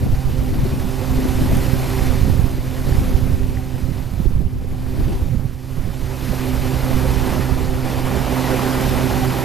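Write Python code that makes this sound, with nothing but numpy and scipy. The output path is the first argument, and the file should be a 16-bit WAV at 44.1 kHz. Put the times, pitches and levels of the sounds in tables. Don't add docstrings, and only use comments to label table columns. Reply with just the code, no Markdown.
import sys
import numpy as np
from scipy import signal
from scipy.fft import rfft, irfft
from scipy.io import wavfile
from scipy.ndimage import uniform_filter1d

SR = 44100
rng = np.random.default_rng(int(sys.argv[2]) if len(sys.argv) > 2 else 0)


def volts(x):
    e = np.asarray(x, float) / 20
    return 10 ** e


def generate_wav(signal):
    frames = np.transpose(np.atleast_2d(signal))
    scaled = np.clip(frames, -1, 1) * 32767
    pcm = np.round(scaled).astype(np.int16)
    wavfile.write(sys.argv[1], SR, pcm)


N = 416304

# t/s, camera gain as spray level/dB, fullness of the churn/dB
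POND_LEVEL = [(0.0, -44, 1), (0.8, -41, 2.5), (1.4, -36.5, 1.5), (2.05, -35.5, 1.5), (2.6, -43, 1.4),
              (3.0, -38.5, 1.5), (3.45, -44.5, 1.2), (3.95, -45, 1.5), (4.6, -52, 1.5), (5.05, -43.5, 3.5),
              (5.55, -50.5, 0), (6.4, -37.5, 2), (7.0, -36.5, 4), (7.4, -37.5, 6), (7.75, -40.5, 5),
              (8.2, -37, 8.5), (8.85, -33.5, 6.5), (9.44, -35, 5.5)]
# f/Hz, density/dB
SPRAY_SPECTRUM = [(40, 1.5), (100, 3.5), (200, 6), (400, 1.5), (570, 3), (850, 2.5), (1300, -4),
                  (2500, -8.5), (3300, -12.5), (4400, -13.5), (8300, -21), (10000, -20), (12600, -15.5),
                  (14200, -20)]
# peak
# t/s, length/s, level change of the wash/dB
PADDLE_THROWS = [(0.555, 0.11, -0.5), (1.35, .15, 0), (2.074, 0.11, 0), (2.925, 0.11, 1),
                 (3.648, 0.24, -0.5), (4.25, 0.13, 2), (5.114, 0.069, 1.5), (5.748, .1, 1.5),
                 (6.3, 0.16, 1), (7.004, 0.093, 0.5), (7.3, .12, 1.5), (7.91, 0.13, 1.5), (8.5, .15, 0.5),
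                 (8.996, .1, -0.5)]
# t/s, peak level/dB, f/Hz,
# left minus right/dB
NEAR_TICKS = [(1.517, -15, 620, 18), (1.570, -11, 10200, 17), (2.924, -16, 1700, -1),
              (2.997, -19, 2200, -1), (3.571, -16, 1900, -1), (8.669, -27, 4800, -.5), (.658, -13, 371, 9),
              (4.254, -13, 350, -18), (4.262, -31, 3500, -16), (4.643, -21, 418, 15),
              (5.119, -11, 332, 5.5), (6.33, -13, 563, -4), (7.294, -14, 371, -8.5)]
# multiple of the shaft rate, level over the spray/dB
SHAFT_ORDERS = [(2, 12), (4, 8), (6, 1), (8, -5.5), (12, -11.5)]
# f/Hz, width/Hz, level over the spray/dB
HOUSING = [
    (60.6, 4.7, 3.5),
    (324.6, 67, -2.5),
    (545, 54, -7),
]
# t/s, lowest order level/dB, higher orders level/dB
OVER_WATER = [(0.0, 2, 0.5), (0.45, 0, 0), (0.95, -1, -0.5), (1.25, 0, 2), (1.45, -0.5, -2), (2.3, 0.5, -1),
              (2.6, -0.5, -2), (3.2, 2, 1), (4.0, -2, -2), (4.4, 1, 1.5), (5.5, 0, 0), (6.35, 0, -1.5),
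              (7.15, 1, 1), (7.6, 3.5, 0.5), (8.6, -1.5, -1), (9.44, -1, -2.5)]
HUM_STEADINESS = [0.45, 0.14, -0.076]
HUM_USUAL_GAIN = [-40.5, -42.5, -38]
# peak t/s, length/s, buffet level/dB, rush above it/dB
GUSTS_LEFT = [(.06, 0.11, -20, -1), (.32, .12, -20, -13), (.63, 0.32, -18.5, -5.5), (1.2, 0.14, -20, -0.5),
              (1.49, 0.2, -17, -1.5), (1.8, .1, -20, -7), (2.22, 0.46, -22.5, -14), (2.6, 0.11, -28.5, -2),
              (3.0, 0.24, -18, -6), (3.38, 0.32, -24.5, -2.5), (3.8, 0.087, -29, -12),
              (4.33, .18, -23, -17), (4.63, 0.51, -24, -8.5), (5.05, 0.17, -20.5, -3),
              (5.2, 0.097, -19, -11), (6.6, .1, -21.5, -20), (6.9, 0.12, -28, 1), (7.16, .3, -24, -20),
              (7.72, .25, -23, -21), (8.05, .18, -25.5, -17), (8.9, .2, -27, -0.5), (9.15, 0.22, -26, -3)]
# peak t/s, length/s, buffet level/dB, rush above it/dB
GUSTS_RIGHT = [(0.108, 0.11, -15, -20), (0.377, 0.14, -15, -13), (0.59, 0.065, -16, -13),
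               (.85, 0.11, -23, -2.5), (1.12, .13, -18, -20), (1.33, 0.18, -21, -10), (1.536, .2, -14, -13),
               (2.15, 0.24, -15, -10), (2.346, .2, -13, -10.5), (2.593, 0.079, -24, -24),
               (2.91, .1, -15.5, -14), (3.118, 0.088, -14, -7.5), (3.357, 0.27, -13.5, -15.5),
               (3.876, 0.14, -19, -7), (4.213, 0.11, -17, -4.5), (4.394, 0.1, -11.5, -11.5),
               (5.04, 0.18, -16.5, -13), (5.333, 0.23, -15, -10.5), (5.824, .13, -16.5, -9.5),
               (6.036, 0.078, -19.5, -11), (6.297, 0.046, -17.5, -6.5), (6.6, 0.064, -14.5, -17),
               (6.99, .17, -15, -16), (7.24, .2, -18, -9), (7.642, 0.22, -17, -25),
               (8.007, 0.092, -19.5, -23), (8.222, 0.16, -22.5, -4), (8.7, 0.43, -32, -2),
               (8.916, .1, -18.5, -12), (9.177, 0.29, -24, 0)]
# t/s, left port level/dB, right port level/dB
LIGHT_BREEZE = [(0.0, -27, -21), (1.0, -32, -21), (2.6, -25, -21.5), (3.9, -33, -21.5), (4.8, -34, -21),
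                (5.6, -37, -31), (6.8, -34, -19.5), (8.4, -33, -28), (9.44, -27, -28)]
BREEZE_RUSH = [-14, -18]
# f/Hz, density/dB
BUFFET_SPECTRUM = [(15, 1.5), (28, -1), (60, 1.5), (100, -2), (160, -11.5), (300, -37.5), (600, -69),
                   (1500, -120)]
# f/Hz, density/dB
RUSH_SPECTRUM = [(30, -40), (60, 2.5), (130, 8.5), (200, 6), (320, -4.5), (500, -12), (800, -26.5),
                 (1500, -49), (3000, -120)]
# t/s, f/Hz, left peak level/dB, right peak level/dB
EDDY_THUMPS = [(0.14, 41, -5, -11), (0.257, 41, -20, -7), (0.594, 77, -5, -24), (0.637, 106, -5, -23),
               (1.116, 124, -11, -21), (1.255, 171, -3.5, -43), (1.533, 106, -2, -24),
               (1.687, 77, -24, -6.5), (1.736, 106, -33, -0.5), (2.025, 66, -30, -6), (2.109, 48, -26, -4),
               (2.234, 56, -16, 2), (2.301, 91, -27, -1), (2.356, 66, -21, -7), (2.396, 106, -20, -1),
               (2.444, 66, -15, -2.5), (2.925, 66, -12, -5.5), (2.987, 56, -26, -1), (3.054, 77, -11, -22),
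               (3.117, 35, -13, -28), (3.154, 42, -14, -0.5), (4.275, 36.4, -15, -1.5),
               (4.393, 48, -22, -4), (5.034, 35, -12, -5.5), (5.157, 35, -11, -15), (6.913, 56, -27, -10),
               (7.173, 56, -23, -8), (7.328, 91, -26, -5.5), (7.398, 91, -19, -3.5), (7.524, 89, -32, -3)]
# f/Hz, left minus right/dB
BODY_LEAN = [(60, -7), (110, -7.5), (200, -10.5), (370, -8.5), (670, -5.5), (1230, -2.5), (2250, -0.5),
             (4110, 1), (7520, -1), (13800, -0.5)]
# f/Hz, lead/rad
LEFT_LEAD = [(0, 0.089), (860, 0.61), (3190, -0.0), (8180, 0), (9820, 0.0), (12000, 0.65), (13000, 0.7),
             (13300, 0.8), (14000, 0.4)]
# f/Hz, level/dB
PORTS_APART = [(100, -23), (300, -3), (700, -24), (1400, -11), (2500, -17.5), (3300, -24), (4200, -17.5),
               (6000, -20), (8500, -14.5), (11000, -10.5), (14000, -13)]
# t/s, spread/dB
CAMERA_SWING = [(0.0, -3), (3.0, -3), (4.3, 0), (6.0, -1), (8.05, -0.5), (8.25, 8), (8.85, 10), (9.05, 1),
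                (9.44, 4)]


def churn(fullness_db):
    water = [rng.standard_normal(N) + 0.22 * bubbles(), rng.standard_normal(N)]
    hz, t, z = signal.stft(water, SR, nperseg=512, noverlap=384)
    patches = uniform_filter1d(rng.standard_normal(z.shape[1:]), size=8, axis=0)
    patches = evened(uniform_filter1d(patches, size=12, axis=1))
    surge_db = 0.6 * drift(40.0)[np.minimum(t * SR, N - 1).astype(int)]
    low_share = 1 / (1 + (hz / 2400) ** 2)[:, None]
    fuller_db = low_share * np.interp(t, np.arange(N) / SR, fullness_db - 7.5)
    z = z * volts(1.02 * patches + surge_db + fuller_db)
    alike, apart = signal.istft(z, SR, nperseg=512, noverlap=384)[1][:, :N]
    return volts(8.5) * coloured(alike, SPRAY_SPECTRUM), volts(10.0) * coloured(apart, SPRAY_SPECTRUM)


def bubbles():
    per_s, cycles, size_db, pitches = 5000, 1.5, 5.5, 18
    out = np.zeros(N)
    born, kind = rng.random((2, N))
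    size = volts(size_db * np.minimum(rng.exponential(1, N), 5))
    train = (born < per_s / SR) * size
    band = (kind * pitches).astype(int)
    for k, hz in enumerate(np.linspace(400, 14200, num=pitches)):
        turns = np.arange(int(3 * cycles * SR / hz)) * hz / SR
        ring = np.sin(2 * np.pi * turns * (1 + 0.0029 * turns))
        grain = ring * turns * np.exp(-3 * turns / cycles)
        out += evened(signal.oaconvolve(train * (band == k), grain)[:N])
    return evened(out)


def throws():
    t = np.arange(N) / SR
    return sum(db * np.exp(-np.log(2) * (2 * (t - s) / length) ** 2) for s, length, db in PADDLE_THROWS)


def ticks():
    out, t = np.zeros((2, N)), np.arange(600) / SR
    for s, db, hz, pan_db in NEAR_TICKS:
        decay = volts(db - 4.4 * t * hz)
        tick = decay * np.tanh(t * hz / 2) * np.sin(2 * np.pi * hz * t)
        part = out[:, round(s * SR):][:, :len(t)]
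        part += volts([[pan_db / 2], [-pan_db / 2]]) * tick[:part.shape[1]]
    return out


def motor(gain_db):
    shaft_hz = 64.27
    turns = np.cumsum(shaft_hz * (1 + 0.00084 * drift(0.6))) / SR
    low_db, high_db = columns(OVER_WATER, np.arange(N) / SR)
    carry_db = [air_db + share * (usual_db - gain_db)
                for air_db, share, usual_db in zip((low_db, high_db, high_db), HUM_STEADINESS, HUM_USUAL_GAIN)]
    out = np.zeros(N)
    for i, (k, db) in enumerate(SHAFT_ORDERS):
        blur = 0.0023 * k ** 2 * drift(6.0)
        phase = k * turns + rng.random() + blur
        level = volts(db + carry_db[min(i, 2)] + 0.6 * k * drift(9.8))
        out += level * np.sqrt(2) * np.sin(2 * np.pi * phase)
    hz = np.fft.rfftfreq(N, 1 / SR)
    for centre_hz, width_hz, db in HOUSING:
        shaken = rfft(rng.standard_normal(N)) / (1 + (2 * (hz - centre_hz) / width_hz) ** 2)
        out += volts(db) * evened(irfft(shaken, N))
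    return out


def wind():
    t = np.arange(N) / SR
    left_db, right_db = columns(LIGHT_BREEZE, t)
    left = blowing(GUSTS_LEFT, left_db, BREEZE_RUSH[0])
    right = blowing(GUSTS_RIGHT, right_db, BREEZE_RUSH[1])
    buffet, rush = np.stack([left, right], axis=1)
    rush = volts(1.5) * rush * eddies(RUSH_SPECTRUM, 5.8, 29.0, left_pitch=1.34)
    buffet = buffet * eddies(BUFFET_SPECTRUM, 3.8, 17.6)
    ports = volts([[-1.5], [0.5]]) * (buffet + rush)
    out = ports + np.array([[0.22], [0.1]]) * ports[::-1]
    for s, hz, *peak_db in EDDY_THUMPS:
        near = slice(max(round((s - 0.04) * SR), 0), round((s + 0.04) * SR))
        u = 2 * np.pi * hz * (t[near] - s)
        out[:, near] *= 1 - 0.25 * np.exp(-u ** 2 / 8)
        out[:, near] -= volts(peak_db)[:, None] * 1.37 * np.tanh(1.4 * u) * np.exp(-u ** 2 / 3.5)
    return out


def blowing(gusts, breeze_db, rush_db):
    edge = 2.6
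    t = np.arange(0, N, 64) / SR
    power = volts(2 * breeze_db[::64]) * volts([[0], [2 * rush_db]])
    for s, length, db, above_db in gusts:
        swell = np.exp(-np.log(2) * abs(2 * (t - s) / length) ** edge)
        power = power + swell * volts([[2 * db], [2 * (db + above_db)]])
    return [np.interp(np.arange(N) / SR, t, np.sqrt(p)) for p in power]


def eddies(spectrum, lumps_db, rate_hz, left_pitch=1):
    x = [coloured(rng.standard_normal(N), np.multiply(spectrum, [pitch, 1])) for pitch in (left_pitch, 1)]
    x = x * volts([lumps_db * drift(rate_hz), lumps_db * drift(rate_hz)])
    return x / np.sqrt(uniform_filter1d(x ** 2, size=5000, axis=1) + 1e-3)


def body_echo(x):
    delay_s, share = 0.001818, -0.16
    hz = np.fft.rfftfreq(N, 1 / SR)
    echo = share * np.exp(-2j * np.pi * hz * delay_s) / (1 + (2300 / (hz + 1)) ** 4)
    return irfft(rfft(x) * (1 + echo), N)


def to_ports(alike, apart, spread_db):
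    hz, t, z = signal.stft([alike, apart], SR, nperseg=1024, noverlap=768)
    high_share = (hz ** 4 / (hz ** 4 + 4500 ** 4))[:, None]
    spread = high_share * np.interp(t, np.arange(N) / SR, spread_db)
    side = volts(read(PORTS_APART, hz)[:, None] + spread) * z[1]
    half = (volts(read(BODY_LEAN, hz) / 2) * np.exp(0.5j * read(LEFT_LEAD, hz)))[:, None]
    pair = [(z[0] + side) * half, (z[0] - side) / half]
    return signal.istft(np.array(pair), SR, nperseg=1024, noverlap=768)[1][:, :N]


def evened(x):
    return x / np.sqrt(np.mean(abs(x) ** 2) + 1e-20)


def read(points, hz):
    f, value = np.transpose(points)
    return np.interp(np.log(hz + 1), np.log(f + 1), value)


def columns(table, t):
    s, *rest = np.transpose(table)
    return [np.interp(t, s, c) for c in rest]


def drift(rate_hz):
    steps = N // 64 + 2
    hz = np.fft.rfftfreq(steps, 64 / SR)
    slow = irfft(rfft(rng.standard_normal(steps)) / (1 + (hz / rate_hz) ** 2), steps)
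    return np.interp(np.arange(N) / 64, np.arange(steps), evened(slow))


def coloured(x, spectrum):
    return evened(irfft(rfft(x) * volts(read(spectrum, np.fft.rfftfreq(N, 1 / SR))), N))


def scene():
    t = np.arange(N) / SR
    gain_db, fullness_db = columns(POND_LEVEL, t)
    spread_db, = columns(CAMERA_SWING, t)
    alike, apart = volts(throws()) * churn(fullness_db)
    pond = to_ports(body_echo(alike) + motor(gain_db), apart, spread_db)
    return volts(gain_db) * pond + wind() + ticks()


def low_pass(x):
    return signal.sosfilt(signal.butter(12, 14360, fs=SR, output="sos"), x)


def record(dry):
    edge_hz = 14190
    held = 1.08 * np.tanh(dry / 1.161)
    lowpass = signal.firwin(767, edge_hz, window=("kaiser", 9), fs=SR)
    held = signal.oaconvolve(held, lowpass[None], "same")
    return low_pass(held)


dry = scene()
out = record(dry)
generate_wav(out)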